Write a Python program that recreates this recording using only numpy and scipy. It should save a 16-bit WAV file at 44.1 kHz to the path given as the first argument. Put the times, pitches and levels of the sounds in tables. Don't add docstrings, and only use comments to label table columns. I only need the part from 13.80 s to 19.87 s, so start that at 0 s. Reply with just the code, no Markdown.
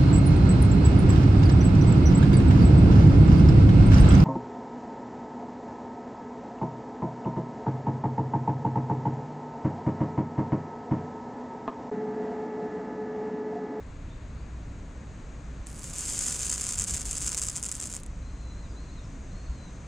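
import sys
import numpy as np
from scipy import signal
from scipy.fft import rfft, irfft, next_fast_len
from scipy.io import wavfile
from scipy.ndimage import uniform_filter1d

SR = 44100
rng = np.random.default_rng(int(sys.argv[2]) if len(sys.argv) > 2 else 0)


def int16_out(signal):
    q = np.round(np.clip(np.atleast_2d(signal).T, -1, 1) * 32767)
    wavfile.write(sys.argv[1], SR, q.astype(np.int16))


N = 267687
TIME = np.arange(N) / SR
FFT_SIZE = next_fast_len(N + 8192)
FREQS = np.maximum(np.fft.rfftfreq(FFT_SIZE, 1 / SR), 1)


def sizzle(sputter_db=5.5, sputter_hz=110, dry_snap_db=-16):
    flow = from_db(boil_db() + sputter_db * dryness() * drift(sputter_hz))
    pops = droplets()
    snaps = np.sign(pops) * np.abs(pops) ** 0.54
    boiling = bursts(burst_rate(), spread_db=8.5)
    spray = searing_spray(flow, snaps)
    treble = pocket_ticks(boiling * flow + pops * from_db(6.3)) + spray
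    treble += pops * dryness() * from_db(dry_snap_db)
    body = steam_puffs(boiling, flow, snaps) + touch_and_spits()
    return from_the_left(scatter(treble, t60=0.04, wet_db=-15.5)) + scatter(body, t60=0.03, wet_db=-8)


# t/s, level/dB
BOIL_LEVEL = [(1.862, -58), (2.0, -51.5), (2.12, -43), (2.199, -37.5), (2.43, -32.5), (3.0, -36.5),
              (3.638, -40), (3.8, -45.5), (4.165, -43.5), (4.222, -72)]
# t/s, level/dB
RIM_SPURTS = [(2.045, -43.5), (2.295, -38), (2.716, -37), (2.82, -38), (2.858, -43), (3.005, -34),
              (3.08, -33), (3.153, -39.5), (3.374, -43), (3.472, -34.5), (3.59, -40), (3.625, -38),
              (3.66, -35), (3.768, -41), (3.859, -37.5), (4.02, -48), (4.147, -40)]
# t/s, dip/dB
BOIL_STALLS = [(2.122, -8), (2.582, -9), (2.77, -8), (2.967, -6), (3.063, -14), (3.19, -6), (3.241, -15),
               (3.4, -6.5), (3.505, -1), (3.56, -3), (3.738, -3), (3.811, -6), (3.94, -3), (3.98, -4),
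               (4.089, -3)]

def boil_db(spurt_s=0.012, stall_s=0.0086):
    touching = (TIME > BOIL_LEVEL[0][0]) & (TIME < BOIL_LEVEL[-1][0])
    level_db = 20 * np.log10(with_surges(in_time(BOIL_LEVEL)[0], RIM_SPURTS, spurt_s))
    dips_db = sum(db * bell(s, stall_s) for s, db in BOIL_STALLS)
    return np.where(touching, level_db + dips_db, -200)


# t/s, rate/(1/s)
BURST_RATE = [(1.85, 600), (2.3, 4600), (2.75, 2680), (3.1, 1730), (3.7, 1050), (4.2, 700)]

def burst_rate():
    return in_time(BURST_RATE)[0]


def wetness():
    return burst_rate() / burst_rate().max()


def dryness():
    return (1 - wetness()) * (TIME > TIME[np.argmax(wetness())])


def bursts(per_s, spread_db):
    born = rng.random(N) < per_s / SR
    size_db = spread_db * np.minimum(rng.standard_normal(N), 1.8)
    clicks = born * rng.choice([-1, 1], N) * from_db(size_db)
    local_power = np.abs(uniform_filter1d(clicks ** 2, size=900))
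    return clicks / np.sqrt(local_power + 1e-3)


# f/Hz, relative level/dB
TICK_SPECTRUM = [(1500, -48.5), (3800, -27), (5100, -5.5), (5750, -9.5), (6500, -0.5), (6850, -2),
                 (7400, 2.5), (8150, -5), (8750, -5), (9400, -11), (9850, -11.5), (11000, -26),
                 (12400, -28), (13000, -25), (14300, -27), (16500, -41)]

def pocket_ticks(clicks, low_hz=6300, high_hz=9500, ring_db=7.0, width_octaves=0.64, pockets=8):
    pocket_of, ticks = rng.integers(0, pockets, N), np.zeros(N)
    for pocket, hz in enumerate(np.geomspace(low_hz, high_hz, pockets)):
        resonance_db = ring_db / (1 + (np.log2(FREQS / hz) / width_octaves) ** 2)
        ticks += coloured(clicks * (pocket_of == pocket), at_hz(TICK_SPECTRUM) + resonance_db)
    return ticks


# f/Hz, relative level/dB
PUFF_SPECTRUM = [(200, -3), (450, 2), (830, -5), (1000, -3.5), (1450, 2.5), (1850, -2), (2500, 1.5),
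                 (3300, 1), (4000, -1), (5300, 5), (8000, -25), (14000, -19.5)]

def steam_puffs(boiling, flow, snaps):
    puffs = boiling * flow ** 0.74 * wetness() ** 0.037 * from_db(-19.5)
    return coloured(puffs + snaps * from_db(-22.5), at_hz(PUFF_SPECTRUM))


# f/Hz, relative level/dB
SPRAY_SPECTRUM = [(3500, -16.5), (4900, -9), (5800, -5), (6500, -1), (7300, -7.5), (8150, 0.5), (8800, 1),
                  (9400, 0), (9900, -2), (11100, -12.5), (12400, -14.5), (13000, -20), (14300, -16.5),
                  (16500, -55)]

def searing_spray(flow, snaps):
    mist = bursts(2 * burst_rate(), spread_db=6.0)
    spray = mist * flow ** 0.49 * wetness() ** 0.09 * from_db(-27.5)
    return coloured(spray + snaps * from_db(-12), at_hz(SPRAY_SPECTRUM))


# t/s, relative level/dB
LOUD_DROPLETS = [(1.8697, -27), (1.9935, -30), (2.0412, -27), (2.1355, -25), (2.1843, -15), (2.192, -19),
                 (2.208, -17), (2.2829, -18), (2.2992, -16), (2.3243, -18), (2.3908, -15), (2.4112, -15),
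                 (2.4392, -16), (2.465, -14), (2.4771, -17), (2.4834, -13), (2.525, -16), (2.5932, -17),
                  (2.6962, -13), (2.7152, -16), (2.7263, -15), (2.7378, -17), (2.8111, -16), (2.8173, -17),
                 (2.8407, -14), (2.8676, -14), (2.8902, -14), (2.9076, -15), (2.983, -16), (2.989, -11),
                 (3.0012, -16), (3.0118, -15), (3.0206, -12), (3.0406, -12), (3.0764, -19), (3.1088, -13),
                 (3.1135, -18), (3.1441, -13), (3.1655, -18), (3.2159, -17), (3.3117, -11), (3.3297, -18),
                 (3.369, -16), (3.382, -15), (3.4072, -19), (3.4267, -17), (3.4451, -18), (3.4648, -15),
                 (3.4771, -16), (3.4922, -14), (3.5186, -17), (3.5466, -14), (3.5708, -16), (3.578, -13),
                 (3.5872, -15), (3.5956, -15), (3.6175, -12), (3.6261, -15), (3.6371, -15), (3.6477, -19),
                 (3.6677, -15), (3.6978, -17), (3.7618, -17), (3.7667, -15), (3.7737, -17), (3.8284, -14),
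                 (3.8373, -15), (3.8539, -18), (3.8635, -19), (3.8875, -20), (3.9157, -13), (3.9248, -17),
                 (3.9522, -18), (4.0019, -17), (4.013, -19), (4.0342, -20), (4.0563, -19), (4.0726, -21),
                 (4.1271, -22), (4.151, -21), (4.1656, -19), (4.2343, -31), (4.2631, -33)]

def droplets():
    clicks, sizes_db = np.zeros(N), np.array([0, -11, -15])
    delays_s = rng.uniform([0, .0005, .001], [0, .0009, .002], (300, 3))
    for (s, db), delay_s in zip(LOUD_DROPLETS + lesser_droplets(), delays_s):
        clicks[np.round((s + delay_s) * SR).astype(int)] += from_db(db + sizes_db)
    return clicks


def lesser_droplets(per_s=30, over_boil_db=12, dry_boost_db=4, spread_db=2):
    slots = np.arange(BOIL_LEVEL[0][0], BOIL_LEVEL[-1][0], 1 / per_s)
    lateness, strength = rng.random((256, 2))[:len(slots)].T
    s = slots + lateness / per_s
    db = np.interp(s, TIME, boil_db() + dry_boost_db * dryness()) + over_boil_db
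    return list(zip(s, db + spread_db * (2 * strength - 1)))


# t/s, relative level/dB
TOUCH_AND_SPITS = [(1.8697, -40), (2.7243, -31), (3.0164, -31), (3.15, -28.5), (3.5258, -31),
                   (3.5462, -24.5), (4.1915, -45), (4.2343, -49)]
# f/Hz, relative level/dB
SPIT_SPECTRUM = [(250, -7), (1600, -1), (3200, -2), (5000, 0), (9500, -4), (15000, -20)]

def touch_and_spits(snap_db=13.5, decay_s=.0011):
    onsets = np.zeros(N)
    s, db = np.transpose(TOUCH_AND_SPITS)
    onsets[np.round(s * SR).astype(int)] = from_db(db)
    decay = signal.lfilter([1], [1, -np.exp(-1 / (decay_s * SR))], onsets + 1e-18)
    splutter = decay * rng.standard_normal(N)
    return from_db(-3) * coloured(from_db(snap_db) * onsets + splutter, at_hz(SPIT_SPECTRUM))


def from_the_left(stereo, lag_s=5.5e-6):
    delay = np.exp(-2j * np.pi * FREQS * lag_s)
    right = irfft(rfft(stereo[1], FFT_SIZE) * delay, FFT_SIZE)[:N]
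    return np.array([stereo[0], right])


# t/s, level/dB
GUSTS = [(0, -43.5), (.75, -37.5), (1.35, -43.5), (1.77, -38), (1.95, -43.5), (3.3, -43.5), (3.9, -45.5),
         (4.15, -44), (4.32, -36.5), (5.3, -40), (5.75, -42), (6.07, -43.5)]
# t/s, level/dB
EDDY_THUMPS = [(.25, -37.5), (3.0, -35.5), (3.13, -35.5), (3.278, -35), (3.46, -36), (3.66, -39),
               (5.549, -34), (5.701, -30.5)]
# f/Hz, relative level/dB
EDDY_SPECTRUM = [(12, -32), (21, -1.5), (32, 5), (42, -5.5), (52, 6.5), (67, 5.5), (78, -9.5), (90, -8.5),
                 (101, 1), (115, -16.5), (200, -17), (400, -78), (3000, -110)]

def wind(thump_s=0.026):
    eddies = stereo_noise(EDDY_SPECTRUM)
    local_rms = np.sqrt(uniform_filter1d(np.mean(eddies ** 2, axis=0), size=5000))
    return with_surges(in_time(GUSTS)[0], EDDY_THUMPS, thump_s) * eddies / local_rms


# t/s, f/Hz, level/dB
BIRD_WHISTLES = [
    [(.285, 3180, -71), (.312, 3640, -65), (.345, 3600, -70)],
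    [(.565, 4200, -78), (.635, 4950, -73)],
    [(4.42, 4000, -63), (4.475, 4130, -66), (4.51, 4200, -71), (4.58, 4100, -67), (4.62, 4230, -67),
     (4.65, 4050, -64), (4.72, 4030, -65), (4.825, 4180, -64), (4.868, 3590, -64)],
    [(4.96, 3920, -63), (5.0, 4170, -64), (5.045, 4470, -72), (5.1, 3970, -68), (5.125, 4320, -65),
     (5.17, 4100, -66), (5.203, 3560, -62)],
    [(5.51, 4050, -66), (5.55, 4220, -66), (5.62, 4340, -70), (5.755, 4290, -64.5), (5.8, 4040, -62),
     (5.845, 4060, -61), (5.893, 3830, -69)],
]
# t/s, starting f/Hz, level/dB
BIRD_CHIPS = [(4.893, 5250, -69), (5.235, 5630, -70)]
# t/s, depth/Hz; then the width of each
WARBLES, WARBLE_S = [(4.535, 90), (5.048, 100)], .03

def bird(held_hz=4050, chip_s=.03, fall_hz_per_s=24000, fade_s=0.0035, flutter_db=2.5):
    quaver, song = drift(170), np.zeros(N)
    warble_hz = sum(depth * bell(s, WARBLE_S) for s, depth in WARBLES)
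    chips = [[(s, hz, db), (s + chip_s, hz - fall_hz_per_s * chip_s, db)] for s, hz, db in BIRD_CHIPS]
    for note in BIRD_WHISTLES + chips:
        hz, db = in_time(note)
        depth_hz = 19 + .13 * np.clip(hz - held_hz, 0, held_hz / 10) + warble_hz
        gate = np.clip(np.minimum(TIME - note[0][0], note[-1][0] - TIME) / fade_s, 0, 1)
        song += gate * from_db(db) * tone(hz + depth_hz * quaver)
    return scatter(song * from_db(flutter_db * drift(45)), t60=0.39, wet_db=-4.5)


# t/s, f/Hz, level/dB
INSECT_SHRILL = [(0, 5780, -86), (1.8, 6030, -74.5), (4.3, 6020, -73.5), (6.07, 6110, -68.5)]

def insect(waver=0.0037, rasp=0.0091, flutter_db=2.5):
    hz, db = in_time(INSECT_SHRILL)
    shrill = tone(hz * (1 + waver * drift(10) + rasp * drift(150)))
    return shrill * from_db(db + flutter_db * drift(30))


# f/Hz, relative level/dB
WASH_SPECTRUM = [(60, -5.5), (130, 0), (165, -1), (210, -5.5), (280, -4.5), (340, -13), (640, -16),
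                 (830, -21), (960, -18), (1600, -22.5), (2500, -26.5), (3200, -34.5), (4000, -32.5),
                 (5600, -44), (12000, -81)]
# f/Hz, left minus right/dB
WASH_BALANCE = [(60, -7), (110, -0.5), (200, 0.5), (380, 1.5), (700, 4.5), (1290, 4.5), (2380, 3.5),
                (4400, 3), (8120, -2), (15000, 3)]
# f/Hz, relative level/dB
HISS_SPECTRUM = [(4000, -8), (5800, -7), (6300, -1), (6680, 4.5), (7030, -2), (7180, -11), (7450, 0),
                 (7820, -3.5), (7990, -8.5), (8250, -9.5), (8400, -7.5), (8730, -7.5), (8950, -18),
                 (9300, -16.5), (10000, -23.5), (11000, -43)]
# t/s, wash level/dB, hiss level/dB
AMBIENCE_LEVELS = [(0, -45.5, -66), (1.8, -45, -62.5), (4.3, -46.5, -61.5), (6.07, -45, -60)]

def outdoors():
    wash_db, hiss_db = in_time(AMBIENCE_LEVELS)
    lean = from_db(at_hz(WASH_BALANCE) * [[.5], [-.5]])
    wash = irfft(rfft(stereo_noise(WASH_SPECTRUM), FFT_SIZE) * lean, FFT_SIZE)[:, :N]
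    return from_db(wash_db) * wash + from_db(hiss_db) * stereo_noise(HISS_SPECTRUM)


# f/Hz, correlation
CHANNEL_LIKENESS = [(60, 1), (150, 1), (350, 0.97), (700, 0.77), (1100, 0.62), (2500, 0.77), (4500, 0.77),
                    (7000, 0.93), (10000, 0.96)]

def stereo_noise(spectrum):
    mid, side = rfft(rng.standard_normal((2, FFT_SIZE))) * from_db(at_hz(spectrum))
    alike = at_hz(CHANNEL_LIKENESS)
    left_right = np.sqrt(1 + alike) * mid + np.sqrt(1 - alike) * side * [[1], [-1]]
    return rms_one(irfft(left_right, FFT_SIZE)[:, :N])


def scatter(x, t60, wet_db, gap_s=0.0035):
    age = TIME[:SR // 2]
    tail = rng.standard_normal((2, len(age))) * from_db(-60 * age / t60) * (age > gap_s)
    tail /= np.linalg.norm(tail, axis=1, keepdims=True)
    return x + from_db(wet_db) * signal.fftconvolve(x[None], tail, axes=1)[:, :N]


def coloured(clicks, spectrum_db, size=512):
    gain = from_db(np.interp(np.fft.rfftfreq(size, 1 / SR), FREQS, spectrum_db))
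    cepstrum = irfft(np.log(gain))
    pulse = irfft(np.exp(rfft(2 * cepstrum[:size // 2], size)))
    return signal.oaconvolve(clicks, pulse / np.linalg.norm(pulse))[:N]


def with_surges(level_db, surges, width_s):
    surge_power = sum(from_db(db) ** 2 * bell(s, width_s) for s, db in surges)
    return np.sqrt(from_db(level_db) ** 2 + surge_power)


def bell(s, width_s):
    return np.exp(-np.minimum(((TIME - s) / width_s) ** 2, 60))


def tone(hz):
    return np.sqrt(2) * np.sin(2 * np.pi * np.cumsum(hz) / SR)


def drift(hz):
    spectrum = rfft(rng.standard_normal(FFT_SIZE)) / (1 + (FREQS / hz) ** 2)
    return rms_one(irfft(spectrum, FFT_SIZE)[:N])


def in_time(rows):
    s, *columns = np.transpose(rows)
    return [np.interp(TIME, s, column) for column in columns]


def at_hz(points):
    hz, value = np.transpose(points)
    return np.interp(np.log(FREQS), np.log(hz), value)


def from_db(db):
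    return 10 ** (np.asarray(db) / 20)


def rms_one(x):
    return x / np.sqrt(np.mean(x ** 2) + 1e-20)


def scene():
    return sizzle() + wind() + outdoors() + bird() + insect()


def record(dry, cutoff_hz=16400):
    return signal.sosfilt(signal.ellip(10, .1, 80, cutoff_hz, fs=SR, output="sos"), dry)


dry = scene()
out = record(dry)
int16_out(out)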